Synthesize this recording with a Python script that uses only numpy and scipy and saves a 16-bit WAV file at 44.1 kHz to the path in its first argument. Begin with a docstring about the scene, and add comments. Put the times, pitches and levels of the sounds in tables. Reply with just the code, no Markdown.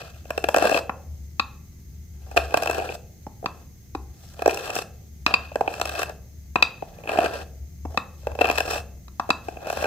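"""Close on a hand gouge hollowing a small board on a cloth-covered table, indoors, with a stereo pair.
From the start a low hum wavers under faint microphone hiss. The tail of a tap fades, then the edge bites:
fibres tear and snap in bursts, board and blade ring briefly, and the room answers. The chip lets go,
leaving the rustle of resting hands. Six more strokes follow, the edge tapped down ahead of each; the
last is still cutting as the sound ends, near ten seconds."""
import sys
import numpy as np
from scipy import signal
from scipy.io import wavfile

SR = 44100
rng = np.random.default_rng(int(sys.argv[2]) if len(sys.argv) > 2 else 0)


def dump_mix(stems):
    """Bounce the given channels to the path in sys.argv[1] as a 16-bit WAV at rate SR."""
    frames = np.atleast_2d(stems).T  # one column per channel
    limited = np.clip(frames, -1, 1)  # hard clip at full scale
    pcm = np.round(limited * 32767).astype(np.int16)
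    wavfile.write(sys.argv[1], SR, pcm)


N = 434826

# Rumble and microphone hiss. Each row: frequency in Hz, relative spectral density in dB.
NOISE_SPECTRUM = [(25, -28), (40, -9), (52, -28.5), (95, -11.5), (118, -16.5), (200, -20.5), (270, -35.5),
                  (347, -31), (400, -44), (1000, -59), (2050, -49.5), (3000, -57), (6000, -47),
                  (9220, -59.5), (14700, -44.5), (16000, -55)]
# How alike that noise is at the two microphones. Each row: frequency in Hz, likeness from 0 to 1.
NOISE_LIKENESS = [(30, .86), (60, .9), (130, 1), (290, 0.64), (640, 0), (1400, 0), (15000, 0.3)]
# The low hum swells and fades. Each row: time in seconds, level in dB.
HUM_SWELLS = [(0.0, -49), (0.08, -43), (1.04, -44), (1.1, -39), (1.62, -48.5), (2.47, -37), (2.55, -45),
              (3.73, -52.5), (4.09, -39.5), (4.15, -49), (4.75, -48.5), (6.59, -44.5), (6.73, -52),
              (7.85, -42), (8.18, -48.5), (8.27, -38), (9.69, -51), (9.86, -38)]
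# Narrow bands of hiss. Each row: centre in Hz, level in dB, t60 in seconds.
HISS_BANDS = [(2080, -73.5, 0.018), (6400, -64.5, .008)]
# The room around the table. Each row: low and high band edge in Hz, t60 in seconds, level in dB.
ROOM_BANDS = [(149, 607, 0.73, -11.5), (670, 2300, 0.38, -11), (1930, 6100, 0.36, -14),
              (4870, 13000, 0.22, -7.5)]

# Modes of the five ringing parts. Each row: frequency in Hz, gain in dB when tapped and when cutting,
# t60 in seconds, left microphone over right in dB, left lead in samples.
BOARD_BENDING = [(289.4, 0.5, -16, .025, 3, 2), (448, -4.5, -3.5, 0.017, -0.5, 3),
                 (605, -1.5, 1.5, 0.015, 0.5, 4), (700.5, 1, 2.5, 0.017, 0, 4),
                 (801, 3, -4, 0.018, -0.5, 4)]
BOARD_TWISTING = [(997, 1, -5, 0.012, 2, 4), (1173, -0.5, -3, 0.021, 1.8, 4), (1377, -8, -6.5, 0.025, 2, 4),
                  (1590, -12, -1, 0.024, 0.91, 7.5), (1772, -3, -1, 0.0095, 2.7, 7.4)]
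BLADE_RING = [(2352, -16, -17, 0.034, 1.7, 13), (2531, 5, 0, 0.02, 2.1, 14.4),
              (2620, 2, -2, 0.024, 6.7, 15.42), (2760, -10, -8, 0.016, 6.3, 16.8),
              (3215, -26, -14.5, .015, 0.61, 14)]
CLINK_MODES = [(3540, -2, 5.5, 0.0023, 0.74, 2.5), (3900, -0.5, -7, 0.012, 0, 2),
               (4210, -7, -2, 0.0068, -1, -0.5), (4720, -3, -4.5, 0.011, -1.4, -5)]
CRACK_MODES = [(5285, 1, -1.5, .004, 2.5, 3), (5870, -1.5, -8, 0.0088, -2.2, 3.2),
               (6700, -18, -6, 0.0018, -1.5, 1), (7400, -7.5, -2.5, .004, -2, 4),
               (8340, -4, -7, 0.0026, -4.9, 7.5), (9050, -17, -6, 0.0023, -3.5, 2),
               (10400, -20.5, -5.5, 0.0023, -2, 5), (12430, -12, -6.5, 0.0025, 0.5, 3.5),
               (14700, -17, -5, .002, 0.5, 0.46)]

# The edge is set down. Each row: start in seconds, then bending, twisting, blade, clink and crack in dB.
EDGE_TAPS = [(0.8952, -20.5, -16, -29.5, -44.5, -45), (1.3965, -23, -9.5, -13.5, -12.5, -30.5),
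             (3.2672, -27, -51, -65, -72, -51.5), (3.4594, -24, -14, -21, -21.5, -35),
             (3.9497, -18, -24.5, -34.5, -34, -40), (5.2636, -13.5, -7, -9, -11.5, -19.5),
             (5.3399, -18, -7.5, -4.5, -10, -32.5), (6.5573, -11, -6.5, -14.5, -22, -31.5),
             (6.6247, -20.5, -7.5, -6, -6, -20), (7.8519, -19.5, -44, -56, -64, -50),
             (7.9745, -18, -9, -16.5, -15.5, -27), (9.0812, -59, -39.5, -50, -45.5, -52),
             (9.1971, -15.5, -13, -35.5, -30.5, -33.5), (9.3038, -19, -5, -13.5, -12, -22.5)]
# The edge creeps in, then cuts; one list a stroke. Each row: time in seconds, push in dB, hiss in dB.
GOUGE_STROKES = [
    [(.2, -77, -67), (.29, -49.5, -60), (.53, -68, -54), (.55, -34, -52), (.65, -27.5, -41),
     (.742, -33.5, -39), (.79, -29, -40.5)],
    [(2.1, -74, -76.5), (2.35, -49, -62.5), (2.4, -35, -50), (2.47, -47, -56.5), (2.567, -36, -50),
     (2.63, -38, -47.5), (2.788, -35, -48.5), (2.844, -36, -50.5), (2.9, -34.5, -47.5), (2.955, -48, -50.5)],
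    [(4.1, -68, -70), (4.3, -61.5, -56), (4.45, -42, -61), (4.503, -38, -45), (4.57, -40.5, -45),
     (4.661, -37.5, -44.5), (4.714, -33, -49.5), (4.767, -37, -33.5), (4.82, -41.5, -45.5)],
    [(5.5, -73, -69), (5.65, -46.5, -61), (5.71, -42, -52), (5.823, -46, -52), (5.879, -35.5, -47),
     (5.936, -39, -46.5), (5.992, -30, -39.5), (6.049, -48, -49), (6.105, -29.5, -63)],
    [(6.85, -56, -64), (7.06, -53, -68), (7.085, -28.5, -48.5), (7.198, -31.5, -49), (7.255, -25, -45),
     (7.312, -37, -52), (7.368, -35.5, -48.5), (7.425, -42, -52.5)],
    [(8.2, -65, -59.5), (8.3, -44, -71), (8.37, -55, -64), (8.41, -34, -51), (8.466, -28.5, -53),
     (8.55, -37, -44.5), (8.65, -37.5, -45.5), (8.744, -31.5, -36.5), (8.8, -42.5, -47.5)],
    [(9.45, -54, -61), (9.58, -53, -67), (9.65, -36, -57), (9.72, -47, -48), (9.78, -34, -46),
     (9.82, -35, -43), (9.86, -26, -45)],
]
# A faint tail dies away after a tap. 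Each row: start in seconds, then push, blade ring and hiss in dB.
TAP_TAILS = [(0.0, -43, -46.5, -56), (3.46, -45.5, -62, -63), (5.27, -34, -35, -55.5),
             (6.56, -45, -41, -67.5), (7.9, -46, -70, -62), (9.2, -62, -54, -64)]
# How fast a tail dies. One row: push, blade ring and hiss in dB per second.
TAIL_DECAY = [113.5, 77.5, 52]
# Loud fibres breaking. Each row: start in seconds, then bending, blade ring and crack in dB.
FIBRE_SNAPS = [(0.2532, -33, -43, -53), (0.305, -16.5, -19.5, -30), (0.3775, -11.5, -16.5, -27.5),
               (0.4405, -10, -12.5, -26), (0.4873, -11, -12.5, -25), (0.5436, -1, -16, -23.5),
               (0.5629, -9, -16, -20), (0.5705, -9.5, -26, -25), (0.5832, -11, -17, -24),
               (0.5956, -32, -24, -34), (0.6236, -7, -18, -25), (0.6531, -7.5, -19, -26),
               (0.6715, -11.5, -16.5, -24), (0.6945, -10, -22, -24), (0.7156, -8, -23, -37),
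               (0.7235, -9.5, -17, -41), (0.7442, -9, -10, -34), (0.7512, -14, -27, -37),
               (0.7631, -13, -15, -39), (0.7741, -14, -11, -24.5), (2.3134, -27.5, -39, -42),
               (2.3439, -33, -56, -51), (2.3635, -12, -30, -31), (2.368, -10, -15, -23),
               (2.3737, -4, -4.5, -19), (2.3874, -17, -38, -39), (2.5079, -34, -29, -42),
               (2.5417, -4.5, -13.5, -24.5), (2.5722, -10, -15, -22), (2.6224, -17, -24, -27),
               (2.633, -19, -23.5, -25), (2.659, -13, -21, -28), (2.6734, -19, -13.5, -27),
               (2.697, -9.5, -23, -28.5), (2.711, -24, -25, -25), (2.7291, -29, -33, -34),
               (2.7455, -36, -26, -31), (2.7817, -15, -29, -33), (2.7896, -15, -27, -42),
               (2.799, -17, -26, -42), (2.8904, -22, -24, -55), (2.9497, -25, -46, -39),
               (3.4268, -23.5, -65, -56), (3.443, -20, -46, -47.5), (4.3926, -22, -31.5, -42.5),
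               (4.4207, -14.5, -23.5, -29.5), (4.4596, -1.5, -18, -26), (4.4772, -2, -29, -21.5),
               (4.4946, -22, -16, -33), (4.5089, -42, -24, -26), (4.5299, -21, -27, -48),
               (4.544, -29, -36, -25.5), (4.5724, -26, -24, -28), (4.7021, -23, -21, -28),
               (4.7533, -22, -43, -21.5), (4.7644, -14, -13.5, -32), (4.7876, -18, -29, -25),
               (5.5172, -23, -37, -59), (5.5569, -7.5, -21.5, -32.5), (5.6092, -3.5, -23.5, -35),
               (5.677, -6.5, -16.5, -40), (5.7387, -29, -22.5, -35), (5.798, -18.5, -30, -31),
               (5.8138, -16, -13, -21.5), (5.8546, -28, -24, -24), (5.8735, -30, -28, -29),
               (5.8927, -30, -23, -27), (5.9514, -32, -24, -33), (5.9922, -16, -29, -24),
               (6.0172, -21, -19, -27), (6.0302, -20.5, -20.5, -22), (6.0949, -23.5, -30, -36.5),
               (6.8241, -15.5, -40.5, -55.5), (6.9848, -32.5, -45, -61), (7.0372, -32, -36, -55),
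               (7.0554, -27.5, -41, -49), (7.0741, -21, -24, -43), (7.0927, -24, -15, -39),
               (7.1165, -18, -23, -35), (7.1429, -27, -30, -44), (7.1735, -18, -21, -38),
               (7.1877, -6.5, -17, -29), (7.2044, -23, -22, -33), (7.2295, -20, -28, -34),
               (7.2417, -16.5, -35, -36), (7.2595, -13.5, -15, -33), (7.3351, -26, -27, -48),
               (7.9449, -26.5, -51.5, -48), (8.2701, -10, -28.5, -38.5), (8.3168, -28, -38, -47),
               (8.3518, -23.5, -33, -44), (8.3892, -14.5, -20, -43), (8.4105, -5, -11, -31.5),
               (8.4146, -3, -7.5, -26), (8.444, -8.5, -12, -33), (8.4543, -16, -8.5, -31),
               (8.4705, -22, -23, -31), (8.4876, -13, -19, -31), (8.4986, -6, -10, -29),
               (8.5125, -27, -20, -25), (8.5556, -27, -23.5, -33), (8.5759, -27, -16.5, -30),
               (8.5829, -13, -16, -20), (8.6041, -13, -13.5, -23), (8.7091, -23, -23, -24),
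               (8.7335, -21, -24, -28), (8.7429, -28, -33, -33), (8.7602, -19.5, -31.5, -40.5),
               (9.2917, -13.5, -36.5, -40), (9.4846, -18, -30, -41), (9.5691, -24.5, -37, -50),
               (9.6698, -20.5, -28, -36.5), (9.7002, -14.5, -18, -28), (9.7267, -18, -26.5, -29),
               (9.7711, -17.5, -26.5, -29.5), (9.8236, -15.5, -30, -31), (9.8419, -11, -18.5, -30),
               (9.8535, -12, -28, -39)]

BACKGROUND_DB, HUM_HZ, HUM_WANDER_HZ = -48, 72.3, 3.5
EXIT_S, EXIT_DB = 0.016, [-63, -64]  # the chip lets go: push and hiss drop at once
SETTLE_S, REST_DB = 0.067, [-75, -71.5]  # then fade to the rustle of the resting hands
SMALL_SNAP_DB, SMALL_SPREAD_DB = [8, 8.5, 5.5], 4  # over the cut's push, blade ring and hiss
GRIP_DB, CUTOFF_HZ = 1.4, 16650


def from_db(db):
    """Decibels to gain."""
    return 10 ** (np.asarray(db) / 20)


def rms_one(x):
    """Scale to rms 1."""
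    return x / np.sqrt(np.mean(x ** 2) + 1e-20)


def butter(x, hz, kind):
    """Gentle low-cut or band filter."""
    return signal.sosfilt(signal.butter(2, hz, kind, fs=SR, output="sos"), x)


def in_time(rows):
    """Columns of a curve table, one value per sample."""
    times, *columns = np.transpose(rows)
    return [np.interp(np.arange(N) / SR, times, column) for column in columns]


def at_hz(points, hz):
    """Read a table on a log-frequency axis."""
    freqs, values = np.transpose(points)
    return np.interp(np.log(hz), np.log(freqs), values)


def drift(rate_hz):
    """Slow random wander with spread 1."""
    r = np.exp(-40 * np.pi * rate_hz / SR)
    slow = signal.lfilter([1], [1, -2 * r, r * r], rng.standard_normal(N // 20 + 2002))[2000:]
    return np.interp(np.arange(N) / 20, np.arange(len(slow)), rms_one(slow))


def ring(clicks, hz, t60):
    """One damped mode: a unit click sets a sine of height 1 ringing."""
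    r, w = from_db(-60 / (t60 * SR)), 2 * np.pi * hz / SR
    return signal.lfilter([0, np.sin(w)], [1, -2 * r * np.cos(w), r * r], clicks + 1e-18)


def background():
    """Rumble and hiss in third octaves: the microphones agree in the bass, hardly in the treble."""
    out, edges = 0, 24 * 2 ** np.arange(0, 9.5, 1 / 3)
    white = rng.standard_normal((2, 2, N))
    for k, (low, high) in enumerate(zip(edges, edges[1:])):
        mid, side = butter(white[k % 2], [low, high], "band")
        hz = np.sqrt(low * high)
        alike = at_hz(NOISE_LIKENESS, hz)
        pair = np.sqrt(1 + alike) * mid + np.sqrt(1 - alike) * side * [[1], [-1]]
        out = out + from_db(at_hz(NOISE_SPECTRUM, hz)) * pair
    return from_db(BACKGROUND_DB) * rms_one(out)


def hum():
    """A low tone a little to the left, wandering in pitch and level, and two faint bands of hiss."""
    pitch_hz = HUM_HZ + HUM_WANDER_HZ * drift(5)
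    level_db = in_time(HUM_SWELLS)[0] + 2.1 * drift(3) + 2.9 * drift(18)
    tone = np.sqrt(2) * np.sin(2 * np.pi * np.cumsum(pitch_hz) / SR) * from_db(level_db)
    hiss = sum(from_db(db) * rms_one(ring(rng.standard_normal((2, N)), hz, t60))
               for hz, db, t60 in HISS_BANDS)
    return tone * from_db([[1.1], [-1.1]]) + hiss


def room(direct):
    """The walls answer 6 ms behind the direct sound; diffuse echoes die band by band."""
    t = np.arange(int(.7 * SR)) / SR
    tail = 0
    for low_hz, high_hz, t60, level_db in ROOM_BANDS:
        noise = butter(rng.standard_normal((2, len(t))), [low_hz, high_hz], "band")
        tail = tail + from_db(level_db - 60 * t / t60) * noise * np.sqrt(14 / t60 / SR)
    tail = tail * np.clip((t - .006) / 0.0009, 0, 1)
    tail = tail + .5 * tail[::-1]  # closely spaced microphones share part of the echoes
    return signal.fftconvolve(direct.mean(0, keepdims=True), tail, axes=1)[:, :N]


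def cutting_levels():
    """Push on the board, blade ring and tearing hiss in dB: strokes, rests and the tails of taps."""
    rows = []
    for stroke in GOUGE_STROKES:
        start, end = stroke[0][0], stroke[-1][0]
        rows += [(start - SETTLE_S / 2, *REST_DB), *stroke]
        rows += [(end + EXIT_S, *EXIT_DB), (end + SETTLE_S, *REST_DB)]
    push_db, hiss_db = in_time(sorted(rows))
    blade_db = 0.72 * push_db + 0.56 * hiss_db + 11
    levels = np.array([push_db, blade_db, hiss_db])
    for start, *start_db in TAP_TAILS:
        since = np.arange(N) / SR - start
        tail_db = np.c_[start_db] - np.c_[TAIL_DECAY] * since
        levels = np.maximum(levels, np.where(since >= 0, tail_db, -120))
    return levels


def tearing(push_db, blade_db, hiss_db):
    """Fine fibres break by the thousand, in random clumps; each break shakes all five parts."""
    breaks_per_s = 4000 * from_db(5 * drift(40))
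    at = np.flatnonzero(rng.random(N) < breaks_per_s / SR)
    sizes = from_db(1.82 * np.minimum(rng.exponential(1, len(at)), 5)) * rng.choice([-1, 1], len(at))
    twist_db = 0.5 * push_db + 0.48 * blade_db - 16  # follows both the push and the blade's chatter
    clink_db = 0.36 * blade_db + 0.54 * hiss_db - 20.5
    parts_db = np.array([push_db - 12, twist_db, blade_db - 15.5, clink_db, hiss_db - 7.5])
    return at, sizes * from_db(parts_db[:, at])


def snapping(levels):
    """Loud fibre snaps plus about fifty small ones a second that follow the cut; rows as in EDGE_TAPS."""
    at, spread = rng.integers(0, N, 500), rng.uniform(-1.7, 1.7, (500, 3))
    small = np.c_[at / SR, levels[:, at].T + SMALL_SNAP_DB + SMALL_SPREAD_DB * spread]
    start, bend_db, blade_db, crack_db = np.r_[FIBRE_SNAPS, small].T
    twist_db = .2 * bend_db + 0.39 * blade_db + .6 * crack_db + 3
    clink_db = 0.37 * blade_db + 0.87 * crack_db - 5.5
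    return np.c_[start, bend_db, twist_db, blade_db, clink_db, crack_db]


def blows(rows, spread_s, after_db, count):
    """Weaker contacts trail each blow within milliseconds; gives sample indices and strengths per part."""
    rows = np.array(rows)
    wait = np.c_[np.zeros(len(rows)), rng.random((len(rows), count))]
    at = np.round((rows[:, :1] + spread_s * wait) * SR).astype(int).ravel()
    signs = (-1) ** np.arange(count + 1)
    strengths = [from_db(level_db[:, None] + (wait > 0) * (step_db - 3.4 * wait)) * signs
                 for level_db, step_db in zip(rows.T[1:], after_db)]
    return np.minimum(at, N - 1), np.reshape(strengths, (len(after_db), -1))


def carving():
    """Taps, snaps and tears ring board and blade; each mode reaches the two microphones its own way."""
    tap_at, taps = blows(EDGE_TAPS, spread_s=.005, after_db=[-7.5, -14, -7, -5, -1], count=4)
    levels = cutting_levels()
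    snap_at, snaps = blows(snapping(levels), spread_s=.004, after_db=[-14.5, -5.5, -12, 0, 0], count=5)
    tear_at, tears = tearing(*levels)
    taps *= from_db([[-3], [-3], [-3], [-3], [-1]])
    snaps *= from_db([[-1], [-3], [-3], [-6], [-5]])
    at, strengths = np.r_[tap_at, snap_at, tear_at], np.c_[taps, snaps, tears]
    tapped = np.arange(len(at)) < len(tap_at)
    scatter = np.where(tapped, .6, 1)  # taps land more alike than snaps
    parts = [BOARD_BENDING, BOARD_TWISTING, BLADE_RING, CLINK_MODES, CRACK_MODES]
    out = np.zeros((2, N))
    for modes, strength, unlike_db in zip(parts, strengths, [2, 3.5, 1.5, 7.2, 4.1]):
        for k, (hz, tap_db, cut_db, t60, pan_db, lead) in enumerate(modes):
            shared, sideways = rng.standard_normal((2, len(at))) * scatter
            # the colour shifts as grip and angle change
            grip = np.interp(at / SR * 6, np.arange(61), rng.standard_normal(61))
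            level_db = np.where(tapped, tap_db, cut_db + GRIP_DB * grip) + 2 * shared
            side_db = pan_db / 2 + unlike_db * sideways
            left_at = np.clip(at - round(lead), 0, N - 1)
            left = np.bincount(left_at, strength * from_db(level_db + side_db), N)
            right = np.bincount(at, strength * from_db(level_db - side_db), N)
            out += ring(np.array([left, right]), hz, t60) * (-1) ** k
    return butter(out, 170, "high")  # a small board radiates no bass


def scene():
    """Gouge and board close to the microphones; echoes, rumble, hiss and hum behind them."""
    near = carving()
    return near + room(near) + background() + hum()


def record(dry):
    """The recorder rounds the peaks, loses the deepest bass and cuts the top."""
    rounded = 1.358 * np.tanh(dry / 1.213)
    thin = butter(rounded, 38, "high")
    return signal.sosfilt(signal.cheby2(12, 70, CUTOFF_HZ, fs=SR, output="sos"), thin)


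dry = scene()
out = record(dry)
dump_mix(out)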